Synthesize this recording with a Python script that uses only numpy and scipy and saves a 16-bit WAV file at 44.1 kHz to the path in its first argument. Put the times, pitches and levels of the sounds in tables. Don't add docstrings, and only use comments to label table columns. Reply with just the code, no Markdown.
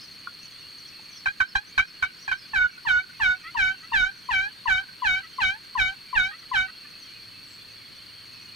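import sys
import numpy as np
from scipy import signal
from scipy.fft import rfft, irfft
from scipy.io import wavfile
from scipy.ndimage import uniform_filter1d

SR = 44100
rng = np.random.default_rng(int(sys.argv[2]) if len(sys.argv) > 2 else 0)


def generate_wav(signal):
    frames = np.transpose(np.atleast_2d(signal))
    scaled = np.clip(frames, -1, 1) * 32767
    pcm = np.round(scaled).astype(np.int16)
    wavfile.write(sys.argv[1], SR, pcm)


N = 377055
TIME = np.arange(N) / SR


def from_db(db):
    return 10 ** (np.asarray(db) / 20)


def rms_one(x):
    return x / np.sqrt(np.mean(x ** 2) + 1e-20)


def at_hz(points, hz, column=1):
    table = np.array(points)
    return np.interp(np.log(hz), np.log(table[:, 0]), table[:, column])


def band(x, low_hz, high_hz, order=2):
    return signal.sosfilt(signal.butter(order, [low_hz, high_hz], "band", fs=SR, output="sos"), x)


def drift(rate_hz, size=N):
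    pole = np.exp(-20 * np.pi * rate_hz / SR)
    noise = rng.standard_normal(size // 10 + 4002)
    slow = signal.lfilter([1], [1, -2 * pole, pole * pole], noise)[4000:]
    return np.interp(np.arange(size) / 10, np.arange(len(slow)), rms_one(slow))


def past(age, mark_s=0):
    return np.maximum(age - mark_s, 0)


def add(out, start_s, sound):
    i = max(0, round(start_s * SR))
    out[..., i:i + sound.shape[-1]] += sound[..., :N - i]


def glide(length_s, start_hz, end_hz):
    progress = np.linspace(0, 1, max(int(length_s * SR), 20))
    hz = start_hz * (end_hz / start_hz) ** progress * (1 + 0.017 * drift(120, len(progress)))
    return 2 * np.pi * np.cumsum(hz) / SR, 2 * np.sin(np.pi * progress)


# f/Hz, relative level/dB
RUSTLE = [(25, -8.5), (60, -7.5), (120, 1), (300, -3), (550, -11), (800, -15.5), (1200, -7), (2400, -4),
          (3700, -6.5), (5200, -12.5), (7500, -23), (10000, -23.5), (15500, -23.5)]
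# f/Hz, correlation
LIKENESS = [(60, 0.42), (300, 0.32), (1200, 0.52), (3000, 0.73), (5000, 0.78), (7000, 1), (15000, 0.32)]
def breeze(level_db=-50.5):
    hz = np.maximum(np.arange(N // 2 + 1) * SR / N, 1)
    alike = at_hz(LIKENESS, hz)
    mid, side = rfft(rng.standard_normal((2, N))) * from_db(at_hz(RUSTLE, hz))
    air = irfft(np.sqrt(1 + alike) * mid + np.sqrt(1 - alike) * side * [[1], [-1]], N)
    return from_db(level_db) * rms_one(air)


# t/s, level/dB before trim
CHORUS = [
    [(0.0, -43.5), (0.834, -42.5), (1.2, -44.5)],
    [(6.9, -43.5), (7.35, -44), (8.55, -44)],
]
def crickets(count=15, centre_hz=4374, spread_hz=135, stroke_hz=28.49, sweep=0.0298, trim_db=-3):
    out = np.zeros((2, N))
    for k, detune in enumerate(np.linspace(-2, 2, count)):
        pace, start = rng.normal(0, 1, 2)
        stroke = (stroke_hz * (1 + .09 * pace) * TIME + start + .15 * drift(5)) % 1
        hz = (centre_hz + spread_hz * detune) * (1 + sweep * (.5 - stroke) + 0.0089 * drift(198.2))
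        phase = 2 * np.pi * (np.cumsum(hz) / SR % 1)
        lead = np.cos(2 * k) / 2 * np.array([[1], [-1]])
        overtones = from_db(-19.5) * np.sin(2 * phase) + from_db(-25) * np.sin(3 * phase + lead)
        tone = np.sin(phase + lead) + overtones
        out += tone * np.sin(np.pi * stroke) ** 2 * np.exp(-detune ** 2 / 4)
    times, db = np.vstack(CHORUS).T
    return from_db(np.interp(TIME, times, db) + trim_db) * rms_one(out)


# t/s, length/s, start f/Hz, end f/Hz, level/dB before trim
TWEETS = [(0, .051, 5270, 5000, -50), (0.413, 0.036, 5400, 6900, -57), (0.45, .02, 6900, 5000, -55),
          (0.777, .03, 6700, 5140, -58), (0.871, .028, 6200, 5100, -54.5), (1.097, .056, 7000, 5000, -57.5),
          (1.139, 0.068, 6300, 4860, -52), (1.475, 0.052, 5400, 5000, -52), (1.653, 0.071, 5600, 6870, -58),
          (1.866, 0.048, 5740, 4800, -56), (2.178, 0.043, 5000, 6200, -55),
          (2.211, 0.049, 5970, 5670, -53.5), (2.352, .13, 5670, 4480, -53), (2.697, .047, 5250, 6300, -61),
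          (6.979, 0.096, 6950, 5100, -60.5), (7.444, .14, 7900, 7600, -65)]
def songbirds(count=130, far_db=-63.5, warble_db=-60, trim_db=-0.5):
    notes = list(TWEETS)
    for when, length, high, end in rng.random((count, 4)):
        notes.append((when ** 1.5 * N / SR, 0.021 + 0.036 * length,
                      5600 + 2000 * high, 4800 + 1200 * end, far_db - 4 * high))
    for when, length, high, end in rng.random((count, 4)):
        hz = 2200 + 1300 * high
        notes.append((when * N / SR, 0.0398 + 0.069 * length, hz, hz * (.88 + 0.2075 * end), warble_db))
    out = np.zeros(N)
    for start_s, length_s, start_hz, end_hz, db in notes:
        phase, swell = glide(length_s, start_hz, end_hz)
        add(out, start_s, from_db(db + trim_db) * swell * np.sin(phase))
    return forest(np.array([out, out]), near_db=-8, near_t60=.12, far_db=-13, far_t60=.6)


def forest(x, near_db=-15, near_t60=0.071, far_db=-33, far_t60=1.0, stir_hz=45):
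    t = TIME[:SR]
    sparse = rng.standard_normal((2, SR)) * (rng.random((2, SR)) < .05)
    echoes = band(sparse, 740, 5400, order=1) * (t > .006)
    tails = [rms_one(echoes * from_db(-60 * t / t60)) / np.sqrt(SR) for t60 in (near_t60, far_t60)]
    near, far = [signal.fftconvolve(x, tail, axes=1)[:, :N] for tail in tails]
    return x + from_db(near_db) * near + from_db(far_db) * far * drift(stir_hz)


# t/s, f/Hz, level/dB, decay/s
PUTTS = [(.271, 1410, -18, 0.0041), (.992, 875, -44, 0.0071)]
def putts(rise_s=0.0019, lower_ratio=0.78):
    out = np.zeros((2, N))
    t = TIME[:SR // 10]
    attack = 1 - np.exp(-(t / rise_s) ** 2)
    for start_s, hz, db, decay_s in PUTTS:
        ring = np.sin(2 * np.pi * hz * t) + 0.36 * np.sin(2 * np.pi * hz * lower_ratio * t)
        add(out, start_s, from_db(db) * ring * attack * np.exp(-t / decay_s))
    return out


def loudness(x):
    return np.sqrt(np.abs(uniform_filter1d(x ** 2, size=256)))


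def dip(voice, depth_db=9.5, full_amplitude=0.22, recover_s=0.075):
    log_push = np.log(np.clip(loudness(voice[1]) / full_amplitude, 1e-6, 1))
    held = np.maximum.accumulate(log_push + TIME / recover_s) - TIME / recover_s
    return from_db(-depth_db * np.exp(held))


# f/Hz, half width/Hz, level/dB above the valleys
GROUND_PEAKS = [(1469, 45, 6), (1674, 104, 4.5), (2282, 61, 5), (2405, 82, 3), (2770, 59, 8),
                (3090, 45, 7.5), (3748, 44, 6), (4060, 110, 4.5)]
def ground_reflection_db(hz, valley_db=-3.5):
    return valley_db + sum(db * np.exp(-((hz - peak) / width) ** 2) for peak, width, db in GROUND_PEAKS)


# f/Hz, left minus right level/dB, left lead/rad
BEARING = [(750, 6, 1), (1120, 4, 1.5), (1446, -3, -0.55), (1664, -5, -2.5), (2243, 6.5, 1.5),
           (2880, 7, -0.9), (3930, -5.5, -1), (5000, 0, 0.5)]
def at_microphones(level, phase, hz):
    tilt = from_db(at_hz(BEARING, hz))
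    lead = at_hz(BEARING, hz, column=2) / 2
    pair = np.array([tilt * np.sin(phase + lead), np.sin(phase - lead)])
    return 2 * level / np.sqrt(1 + tilt ** 2) * pair


# f/Hz, relative level/dB
THROAT = [(2200, -0.5), (2450, -2.5), (2800, -2.5), (3050, -7.5), (3750, -7), (4100, -7), (4500, -24),
          (5200, -23.5), (6000, -23), (6800, -28), (7500, -36.5), (8250, -35.5), (10000, -49),
          (14000, -48.5)]
def syrinx(pitch, first_db, octave_db, upper_db, beak_db, rough_s, pop_db, pop_hz):
    flutter_hz, shimmer, fade_db = 130, .15, 1.1
    rough_width_s, attack_s, pop_s = .024, .003, .0033
    size = len(pitch)
    age = TIME[:size]
    rough = np.exp(-((age - rough_s) / rough_width_s) ** 2)
    tight = np.clip((pitch - 790) / 140, 0, 1)
    jitter = (.0035 + .012 * rough) * drift(2 * flutter_hz, size)
    wobble = .004 * drift(25, size)
    pitch = pitch * (1 + jitter + wobble)
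    phase = 2 * np.pi * np.cumsum(pitch) / SR
    shake = drift(flutter_hz, size)
    out = np.zeros((2, size))
    for k in range(1, 18):
        colour_db = at_hz(THROAT, k * pitch) + beak_db * (k > 3) - 6 * tight * np.sqrt(abs(k - 3))
        level = from_db(first_db if k == 1 else octave_db if k == 2 else upper_db + colour_db)
        if 2 <= k <= 5:
            level = level * from_db(ground_reflection_db(k * pitch))
        waver = 1 + shimmer * (.5 + 2 * rough) * (shake + drift(flutter_hz, size)) / 2
        paths = np.array([drift(40, size) for side in "LR"])
        fading = from_db(fade_db * min(k / 2, 2) * (paths + paths.mean(axis=0)))
        out += fading * at_microphones(level * waver, k * phase, k * pitch)
    hiss = band(rng.standard_normal((2, size)), 1050, 5300) * (1 + np.cos(phase))
    out += from_db(upper_db) * (from_db(-26) + from_db(-19) * rough) * rms_one(hiss)
    since = past(age, attack_s) / pop_s
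    pop = from_db(pop_db) * since * np.exp(1 - since) * np.sin(2 * np.pi * pop_hz * age)
    out = (out + 2 * pop) * np.clip(age / attack_s, 0, 1)
    return band(out, 780, 15000, order=4)


# t/s, hold/s, f/Hz,
# relative level/dB of fundamental, octave and upper harmonics, beak lift/dB
CLUCKS = [(1.257, 0.027, 758.6, -29, -20, -27, -6.5), (1.401, 0.016, 737.4, -31, -17.3, -23.5, -7.5),
          (1.551, 0.016, 777, -17.5, -19.5, -22.5, -5), (1.777, 0.028, 742.4, -28, -17.5, -20.5, -7.5),
          (2.023, 0.018, 722, -30, -18.3, -22.5, -9), (2.277, 0.017, 778, -32, -24.5, -29, -10),
          (2.312, 0.018, 743, -34, -21.5, -26.5, -6)]
def clucks(length_s=.098, drop_hz=123.5, drop_s=0.00442, rise_hz_per_s=1020, knock_s=0.0097, trim_db=-2.7):
    sag_db_per_s, release_db_per_s, beak_db_per_s = 102, 552, 119.5
    out = np.zeros((2, N))
    age = np.arange(0, length_s, 1 / SR)
    for start_s, hold_s, low_hz, first_db, octave_db, upper_db, beak_db in CLUCKS:
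        pitch = low_hz + drop_hz * np.exp(-age / drop_s) + rise_hz_per_s * age
        release_db = -release_db_per_s * past(age, hold_s)
        reed_db = release_db - sag_db_per_s * age
        knock_db = release_db - np.interp(age, [knock_s / 2, knock_s], [0, 12])
        note = syrinx(pitch, first_db + knock_db, octave_db + 3 + reed_db, upper_db + .5 + reed_db,
                      beak_db + beak_db_per_s * age, rough_s=.012, pop_db=upper_db - 9, pop_hz=1068)
        add(out, start_s, note)
    return from_db(trim_db) * out


def rumble(voice, gain_db=-5.5, corner_hz=58, threshold=0.0019):
    low_noise = band(rng.standard_normal(N), 26, corner_hz, order=1)
    lumps = rms_one(band(low_noise, 5.1, 360, order=1))
    shrill = loudness(band(voice[1], 2540, 5400))
    return from_db(gain_db) * lumps * np.maximum(shrill - threshold, 0) * np.array([[0], [1]])


# break t/s, whistle before it/s, hold after it/s, end after it/s, fall/s,
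# low f/Hz, scoop/Hz, relative level/dB of whistle, octave and upper harmonics, beak lift/dB
YELPS = [(2.541, 0.012, 0.12, 0.12, 0.013, 739.7, -21.5, -32.4, -17.5, -24.5, -8.6),
         (2.871, 0.023, 0.12, 0.14, 0.011, 735, 27.5, -32, -17.5, -24, -5.5),
         (3.212, 0.018, 0.106, 0.14, 0.016, 735.4, 29.5, -30, -17, -22.5, -5.5),
         (3.575, 0.03, 0.13, 0.16, 0.016, 744.4, 34, -29, -17.5, -23.5, -3),
         (3.937, 0.022, 0.13, 0.16, 0.023, 733.7, 58, -28.5, -17, -23.5, -1.5),
         (4.312, 0.027, 0.14, 0.17, 0.0091, 759, 71.0, -28, -18.5, -23, -5),
         (4.68, 0.027, 0.11, 0.13, 0.01, 748, 69.5, -27, -17, -24.5, -2),
         (5.049, 0.032, 0.14, 0.15, 0.011, 747.3, 43.5, -28, -19, -22, -5),
         (5.407, 0.026, 0.1, 0.158, 0.0085, 750.0, 140.0, -28, -19, -22.5, -3.5),
         (5.781, 0.032, 0.107, 0.15, 0.0092, 750.0, 59.5, -28, -19, -23, -3),
         (6.157, 0.031, 0.11, 0.15, 0.011, 745.6, 87, -29, -18, -23.5, -3),
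         (6.542, 0.031, 0.082, 0.12, 0.0078, 751.6, 39.0, -29, -17, -23.5, -3.5)]
# t/s from the break, relative level/dB
REED_ATTACK = [(-.02, -35.5), (-.001, -7), (.027, -0.5)]
# t/s, loss/dB
SLUMP = [(2.6, 1.5), (3.3, 2), (4.3, 3.5), (6.5, 5)]
def yelps(whistle_hz=1032, scoop_s=.06, scoop_width_s=.1, catch_s=0.0086, trim_db=0.03):
    whistle_sag, octave_sag, upper_sag, release, stop = 65.5, 27, 78.5, 314, 1002
    out = np.zeros((2, N))
    for (break_s, whistle_s, hold_s, end_s, fall_s, low_hz, scoop_hz,
         whistle_db, octave_db, upper_db, beak_db) in YELPS:
        age = np.arange(-whistle_s, end_s + .028, 1 / SR)
        fall = (whistle_hz - low_hz) / (1 + np.exp(age / fall_s))
        scoop = scoop_hz * ((past(age) - scoop_s) / scoop_width_s) ** 2
        breath_db = np.interp(age + whistle_s, [0, .008], [-21, 0]) - stop * past(age, end_s)
        accent_db = np.interp(age, [-2 * catch_s, -catch_s, 0, .024], [3.5, -2, 0, -8.5])
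        reed_db = breath_db + np.interp(age, *np.transpose(REED_ATTACK)) - release * past(age, hold_s)
        slump_db = np.interp(break_s, *np.transpose(SLUMP)) * np.interp(age, [.032, .056], [0, 1])
        opening_db = np.interp(age, [0, .044], [0, 2])
        note = syrinx(low_hz + fall + scoop,
                      whistle_db + breath_db + accent_db - whistle_sag * past(age),
                      octave_db - .45 + reed_db - octave_sag * age - slump_db,
                      upper_db - .37 + reed_db - upper_sag * age,
                      beak_db + opening_db, rough_s=whistle_s + .012, pop_db=whistle_db - 8.5, pop_hz=1065)
        add(out, break_s - whistle_s, note)
    return from_db(trim_db) * out


# t/s, length/s, start f/Hz, end f/Hz, level/dB
WHINES = [(3.432, 0.08, 598, 713, -50.5), (3.82, 0.053, 616, 680, -58), (5.224, 0.046, 673, 630, -56.5),
          (6.304, 0.061, 597, 683, -54.5), (6.418, 0.031, 707, 616, -62), (6.672, 0.038, 612, 680, -58),
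          (6.844, 0.026, 580, 607, -61.5)]
WHINE_HARMONICS = [4.5, 7, -4, -6]
def whines():
    out = np.zeros((2, N))
    for start_s, length_s, start_hz, end_hz, db in WHINES:
        phase, swell = glide(length_s, start_hz, end_hz)
        tone = sum(from_db(db + part_db) * np.sin(k * phase) for k, part_db in enumerate(WHINE_HARMONICS, 2))
        add(out, start_s, swell * tone)
    return out


def hum(start_s=7.1, hz=109, level_db=-62):
    phase = 2 * np.pi * np.cumsum(hz + 2 * drift(14.4)) / SR
    return from_db(level_db) * np.sin(phase) * np.clip((TIME - start_s) * 10, 0, 1)


def scene():
    hen = forest(putts() + clucks() + yelps() + whines())
    return hen + rumble(hen) + dip(hen) * (breeze() + hum() + crickets() + songbirds())


def record(dry, cutoff_hz=15760):
    return signal.sosfilt(signal.ellip(12, .1, 80, cutoff_hz, fs=SR, output="sos"), dry)


dry = scene()
out = record(dry)
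generate_wav(out)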